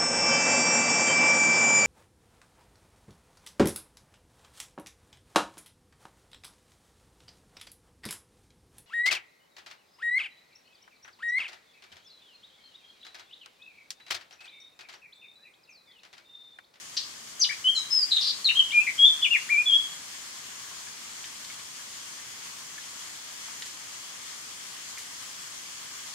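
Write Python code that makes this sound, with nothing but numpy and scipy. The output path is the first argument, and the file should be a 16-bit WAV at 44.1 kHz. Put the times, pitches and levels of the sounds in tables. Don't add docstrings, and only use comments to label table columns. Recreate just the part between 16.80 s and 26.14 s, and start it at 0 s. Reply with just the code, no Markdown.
import sys
import numpy as np
from scipy import signal
from scipy.fft import rfft, irfft, next_fast_len
from scipy.io import wavfile
from scipy.ndimage import uniform_filter1d

SR = 44100
rng = np.random.default_rng(int(sys.argv[2]) if len(sys.argv) > 2 else 0)


def store_pcm(level_fs):
    pcm = np.round(np.clip(level_fs, -1, 1) * 32767).astype(np.int16)
    wavfile.write(sys.argv[1], SR, np.atleast_2d(pcm).T)


N = 411894

# frequency_hz, relative_db
HISS_SPECTRUM = [(410, -29), (700, -12), (873, -7), (1030, -4), (1240, -3), (1360, -6), (1630, -2),
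                 (2140, -1.5), (2610, -4), (3250, -1), (3700, -2.5), (6650, 2), (10800, -11),
                 (15100, -18.5), (15700, -20)]
# centre_hz, width_hz, gain_db
HISS_HUMPS = [(1130, 350, 2.5), (3250, 480, 2), (3760, 260, -3), (5900, 730, -2), (6600, 160, 0)]
# frequency_hz, relative_db
RUMBLE_SPECTRUM = [(15, -67), (25, -26), (45, -10.5), (108, -1.5), (236, -0.5), (369, -4), (424, -4.5),
                   (530, -6), (700, -5.5), (910, -14), (1540, -120)]
# frequency_hz, side_minus_mid_db
STEREO_WIDTH = [(60, -24), (110, -12.5), (200, -8), (380, 2.5), (700, 4), (1290, 0), (2380, 1), (4400, -1),
                (8120, 0), (15000, 0.5)]
# frequency_hz, left_minus_right_db
STEREO_LEAN = [(60, 0.0), (110, 0.0), (200, 0.0), (380, 0.5), (700, 0), (1290, 0), (2380, 2.0), (4400, 4),
               (8120, 2), (15000, -2.5)]
# start_s, length_s, level_db
TICK = (.164, 0.078, -19.5)
# frequency_hz, relative_db
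TICK_SPECTRUM = [(880, -76), (1500, -40), (1900, -14), (2280, -23), (3240, -8.5), (3700, -6.5), (4540, 1),
                 (5720, -9), (8000, -28), (10400, -65), (17600, -120)]
# start_s, length_s, level_db, crest_fraction, arch_db, first_hz, middle_hz, last_hz
SLURS = [ (.594, 0.033, -16.5, 0.73, 14.5, 6970, 6010, 5460), (0.599, .013, -34, .4, 7, 5100, 4940, 4750),
         (.612, .023, -11.5, 0.85, 15, 4520, 4930, 4540), (0.635, .019, -21.5, 0, -0.5, 4790, 3630, 2550),
         (0.69, 0.024, -27, 0.8, -0.5, 1790, 2337, 1720), (0.719, 0.014, -26, 0.9, 9, 1846, 2070, 2650),
         (1.104, 0.14, -19, 0.6, 4, 5296, 5113, 4630), (1.643, 0.043, -16, .27, 5.5, 4680, 3880, 3730),
         (1.687, 0.017, -18.5, 0.55, -4.5, 3580, 2695, 2990),
         (1.702, 0.016, -15, 0.22, 23, 3100, 2620, 1820), (1.751, 0.061, -13, 0.78, 10, 3140, 3230, 2940),
         (1.904, .020, -24, 0.34, 20, 2750, 3290, 4350), (2.417, .027, -16.5, 0.58, 10.5, 3080, 3440, 3300),
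         (2.443, 0.027, -13.5, 0, 10.5, 3330, 2546, 2300), (2.504, 0.064, -16, 0.58, 4.5, 2782, 2675, 1864),
         ]
# start_s, length_s, level_db, crest_fraction, arch_db,
# first_hz, sagged_hz, last_hz, lift_fraction, scoop_depth_fraction
FLUTES = [ (.841, 0.065, -13.5, 0.54, 11.5, 3025, 3030, 3202, 0.52, 0.04),
          (1.916, .121, -15.5, 0.53, 15, 2444, 2410, 2590, .64, 0.18),
          (2.179, .107, -10, 0.7, 11, 3330, 3296, 3503, .58, 0.07),
          (2.690, .121, -17, 0.94, 5.5, 2460, 2326, 2475, .66, 0.32),
          (2.856, 0.11, -13.5, 0.98, 8, 3435, 3237, 3346, 0.65, 0), ]
# start_s, length_s, level_db, crest_fraction, arch_db, first_hz, middle_hz, last_hz
NASAL_NOTES = [(.949, .067, -22.5, 0.28, 9, 1434, 1316, 1300)]
# harmonic_number, relative_db
NASAL_HARMONICS = [(1, -27), (2, -28), (3, 1.5), (4, -12), (5, -9.5), (6, -21)]
# start_s, length_s, level_db, crest_fraction, arch_db,
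# first_hz, last_hz, rate_hz, swing_hz, roughness_fraction
TRILLS = [ (1.307, 0.029, -11.5, 0.57, 20, 4210, 3800, 174, 170, 0.11),
          (1.356, 0.025, -13, 0.56, 17, 3970, 3664, 172, 130, 0.17),
          (1.383, 0.021, -24.5, 0.2, 10, 3620, 3790, 185, 150, .22),
          (1.407, .051, -22.5, .2, 2, 4526, 4396, 250, 530, .42),
          (1.455, 0.0595, -21.5, 0.4, 3, 4505, 4420, 310, 450, .38),
          (2.065, 0.049, -19.5, 0.23, 10.5, 2230, 2133, 76, 190, 0.03), ]
# start_s, level_db, pitch_hz
DROPS = [(3.912, -41.5, 1040), (4.070, -41, 1640), (4.700, -35, 2140), (4.994, -43, 1650),
         (5.978, -36, 1680), (6.683, -38.5, 1220), (7.145, -41, 2780), (8.174, -31.5, 2000)]
# start_s, level_db, centre_hz, t60_s
SNAPS = [(4.441, -34, 2600, 0.054), (4.647, -34.5, 4000, 0.044), (4.796, -35, 2400, 0.04),
         (6.822, -26, 2980, 0.022), (6.856, -38, 5000, 0.2), (8.181, -37, 5300, 0.25)]
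# frequency_hz, gain_db
REED_SCATTER = [(300, -35), (1500, -11), (2450, -5.5), (3250, 2), (4400, -0.5), (8000, -1)]


def gain_of(db):
    return 10 ** (np.asarray(db) / 20)


def unit_rms(x):
    return x / np.sqrt(np.mean(x ** 2) + 1e-20)


def db_at(spectrum, hz):
    points_hz, db = np.transpose(spectrum)
    return np.interp(np.log(hz + 1), np.log(points_hz + 1), db)


def coloured(noise, spectrum):
    size = noise.shape[-1]
    hz = np.fft.rfftfreq(size, 1 / SR)
    return irfft(rfft(noise) * gain_of(db_at(spectrum, hz)), size)


def wander(size, rate_hz):
    hz = np.fft.rfftfreq(size + SR, 1 / SR)
    drift = irfft(rfft(rng.standard_normal(size + SR)) * np.exp(-(hz / rate_hz) ** 2))
    return unit_rms(drift)[:size]


def ease(x, start, end):
    return np.sin(np.pi / 2 * np.clip((x - start) / (end - start), 0, 1)) ** 2


def envelope(level_db, edge_samples=130):
    k = np.arange(len(level_db))
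    from_edge = np.minimum(k, k[::-1])
    return gain_of(level_db) * np.sin(np.pi / 2 * np.minimum(from_edge / edge_samples, 1))


def add(mix, start_s, sound):
    part = mix[max(round(start_s * SR), 0):][:len(sound)]
    part += sound[:len(part)]


def reed_hiss(patchy_db=0.84):
    frames, hz = N // 256 + 5, np.fft.rfftfreq(1024, 1 / SR)
    mid_re, mid_im, side_re, side_im, patches = rng.standard_normal((frames, 513, 5)).T
    patches = uniform_filter1d(patches, 16, axis=0)
    patches = unit_rms(uniform_filter1d(patches, 14, axis=1))
    humps_db = sum(db * np.exp(-((hz - centre) / width) ** 2) for centre, width, db in HISS_HUMPS)
    mid = (mid_re + 1j * mid_im) * gain_of(humps_db)[:, None]
    side = side_re + 1j * side_im
    colour = gain_of(db_at(HISS_SPECTRUM, hz)[:, None] + patchy_db * patches)
    _, hiss = signal.istft(np.array([mid, side]) * colour, nperseg=1024, noverlap=768)
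    return unit_rms(hiss[:, :N])


def background(hiss_db=-45.5, rumble_db=-62, growth_db_per_s=0.1915, flutter_db=0.5):
    t = np.arange(N) / SR
    fade_in_db = -2 * (1 - ease(t, 0.5, 1))
    swell_db = 2 * np.exp(-(t - 2.16) ** 2)
    hiss_level_db = hiss_db + fade_in_db + growth_db_per_s * t + swell_db
    hiss = reed_hiss() * gain_of(hiss_level_db + flutter_db * wander(N, rate_hz=9.8))
    size = next_fast_len(N)
    air = coloured(rng.standard_normal((2, size)), RUMBLE_SPECTRUM)[:, :N]
    rumble = unit_rms(air) * gain_of(rumble_db + swell_db)
    hz = np.fft.rfftfreq(size, 1 / SR)
    mid, side = rfft(hiss + rumble, size)
    side *= gain_of(db_at(STEREO_WIDTH, hz))
    lean = gain_of(db_at(STEREO_LEAN, hz) / 2)
    return irfft(np.array([(mid + side) * lean, (mid - side) / lean]), size)[:, :N]


def tick(length_s, level_db, rise_s=0.0086, hold_until_s=0.011, fall_db_per_s=803, linger_db=-18.5):
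    t = np.arange(round(length_s * SR)) / SR
    burst = unit_rms(coloured(rng.standard_normal(len(t)), TICK_SPECTRUM))
    fall_db = np.clip((hold_until_s - t) * fall_db_per_s, linger_db, 0)
    return np.minimum(t / rise_s, 1) * envelope(level_db + fall_db) * burst


def reed_bed(sound, near_db, far_db, direct_db=-5, near_t60_s=0.12, far_t60_s=0.43, stems=28):
    t = np.arange(SR) / SR
    echoes = np.zeros((2, SR))
    delay_samples = 60 + 64 * np.arange(stems) + rng.integers(0, 64, (2, stems))
    np.put_along_axis(echoes, delay_samples, rng.choice([-1., 1.], delay_samples.shape), 1)
    echoes *= gain_of(-60 * t / near_t60_s)
    tail = coloured(rng.standard_normal((2, SR)), REED_SCATTER)
    tail *= gain_of(-60 * t / far_t60_s) * (1 - np.exp(-t / 0.0053))
    paths = gain_of(near_db) * echoes / np.linalg.norm(echoes, axis=1, keepdims=True)
    paths += gain_of(far_db) * tail / np.linalg.norm(tail, axis=1, keepdims=True)
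    paths[:, 0] += gain_of(direct_db)
    return signal.fftconvolve(sound[None], paths, axes=1)[:, :N]


def breath(length_s, level_db, crest, arch_db, attack_fraction=0.13, release_s=0.0075):
    progress = np.linspace(0, 1, round(length_s * SR))
    attack_db = -9 * np.maximum(1 - progress / attack_fraction, 0) ** 2
    release_db = -4 * np.maximum(1 - (1 - progress) * length_s / release_s, 0) ** 2
    from_crest = abs(progress - crest) / max(crest, 1 - crest)
    return progress, envelope(level_db + attack_db + release_db - arch_db * from_crest)


def arc(progress, first, middle, last):
    bow = (2 * middle - first - last) * 2 * progress * (1 - progress)
    return first + (last - first) * progress + bow


def syrinx_phase(hz, jitter=0.0065):
    return 2 * np.pi * np.cumsum(hz * (1 + jitter * wander(len(hz), rate_hz=180))) / SR


def whistle(hz, octave_db=-41, crack_hz=260, steep_hz_per_s=95000):
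    fall_hz_per_s = uniform_filter1d(-np.gradient(hz) * SR, size=200)
    plunge = np.clip(fall_hz_per_s / steep_hz_per_s, 0, 1) ** 2
    phase = syrinx_phase(hz + crack_hz * plunge * wander(len(hz), rate_hz=690))
    return np.sqrt(2) * (np.sin(phase) + gain_of(octave_db) * np.sin(2 * phase))


def slur(length_s, level_db, crest, arch_db, *pitches_hz, scoop_depth=0.064, scoop_s=0.0044):
    progress, amplitude = breath(length_s, level_db, crest, arch_db)
    scoop = 1 - scoop_depth * np.exp(-progress * length_s / scoop_s)
    return amplitude * whistle(arc(progress, *pitches_hz) * scoop)


def flute(length_s, level_db, crest, arch_db, first_hz, sagged_hz, last_hz, lift_at, scoop_depth):
    progress, amplitude = breath(length_s, level_db, crest, arch_db)
    scoop = 1 - scoop_depth * np.exp(-progress / 0.079)
    sag_hz = (sagged_hz - first_hz) * ease(progress, 0.215, 0.434)
    lift_hz = (last_hz - sagged_hz) * ease(progress, lift_at, lift_at + 0.14)
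    return amplitude * whistle((first_hz + sag_hz + lift_hz) * scoop)


def nasal(length_s, level_db, crest, arch_db, *pitches_hz, opening_db=10):
    progress, amplitude = breath(length_s, level_db, crest, arch_db)
    phase = syrinx_phase(arc(progress, *pitches_hz), jitter=0.0039)
    beak_db = opening_db * (progress - 0.5)
    buzz = sum(gain_of(db + (k > 3) * beak_db) * np.sin(k * phase) for k, db in NASAL_HARMONICS)
    return amplitude * unit_rms(buzz)


def trill(length_s, level_db, crest, arch_db, first_hz, last_hz, rate_hz, swing_hz, roughness,
          throb_per_hz=0.0025, octave_db=-30):
    progress, amplitude = breath(length_s, level_db, crest, arch_db)
    size = len(progress)
    glide_hz = first_hz + (last_hz - first_hz) * progress
    shake = syrinx_phase(np.full(size, rate_hz), jitter=0.18)
    rasp_hz = 650 * roughness * wander(size, rate_hz=1100)
    phase = syrinx_phase(glide_hz + swing_hz * np.sin(shake) + rasp_hz)
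    tone = np.sin(phase) + gain_of(octave_db) * np.sin(2 * phase)
    throb = min(throb_per_hz * swing_hz, 1)
    strength = 1 + throb * np.cos(shake) + roughness * wander(size, rate_hz=1050)
    return amplitude * unit_rms(strength * tone)


def far_drips(level_db=-50, spread_db=7, low_hz=950, high_hz=3200, count=36):
    when, size, pitch = rng.random((count, 3)).T
    levels_db = level_db + spread_db * (2 * size - 1)
    return zip(when * N / SR, levels_db, low_hz * (high_hz / low_hz) ** pitch)


def drop(level_db, pitch_hz, t60_s=0.07, rise_per_s=3.4, splash_db=-4.5):
    splash = snap(level_db + splash_db, pitch_hz, t60_s, width_octaves=0.77)
    t = np.arange(len(splash)) / SR
    bubble = np.sin(2 * np.pi * pitch_hz * t * (1 + rise_per_s * t / 2))
    return splash + envelope(level_db - 60 * t / t60_s) * bubble


def snap(level_db, centre_hz, t60_s, width_octaves=1):
    size = SR // 8
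    t, hz = np.arange(size) / SR, np.fft.rfftfreq(size, 1 / SR)
    band = np.exp(-(np.log2((hz + 1) / centre_hz) / width_octaves) ** 2)
    crack = irfft(rfft(rng.standard_normal(size)) * band, size)
    return unit_rms(crack) * gain_of(level_db - 60 * t / t60_s)


def scene(bird_db=-1, bird_left_db=2, incidental_left_db=1):
    song, incidental = np.zeros(N), np.zeros(N)
    verse = (tick, [TICK]), (nasal, NASAL_NOTES), (slur, SLURS), (flute, FLUTES), (trill, TRILLS)
    for voice, notes in verse:
        for start_s, *note in notes:
            add(song, start_s, voice(*note))
    for start_s, *stem in SNAPS:
        add(incidental, start_s, snap(*stem))
    for start_s, level_db, pitch_hz in [*DROPS, *far_drips()]:
        add(incidental, start_s, drop(level_db, pitch_hz))
    leftward = np.array([[1], [-1]])
    bird = gain_of(bird_db + bird_left_db * leftward) * reed_bed(song, near_db=-4, far_db=-10.5)
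    poolside = gain_of(incidental_left_db * leftward) * reed_bed(incidental, near_db=-8, far_db=-12)
    return bird + poolside + background()


def record(dry, edge_hz=15780):
    lowpass = signal.firwin(511, edge_hz, window=("kaiser", 9), fs=SR)
    return signal.oaconvolve(dry, lowpass[None], "same")


dry = scene()
out = record(dry)
store_pcm(out)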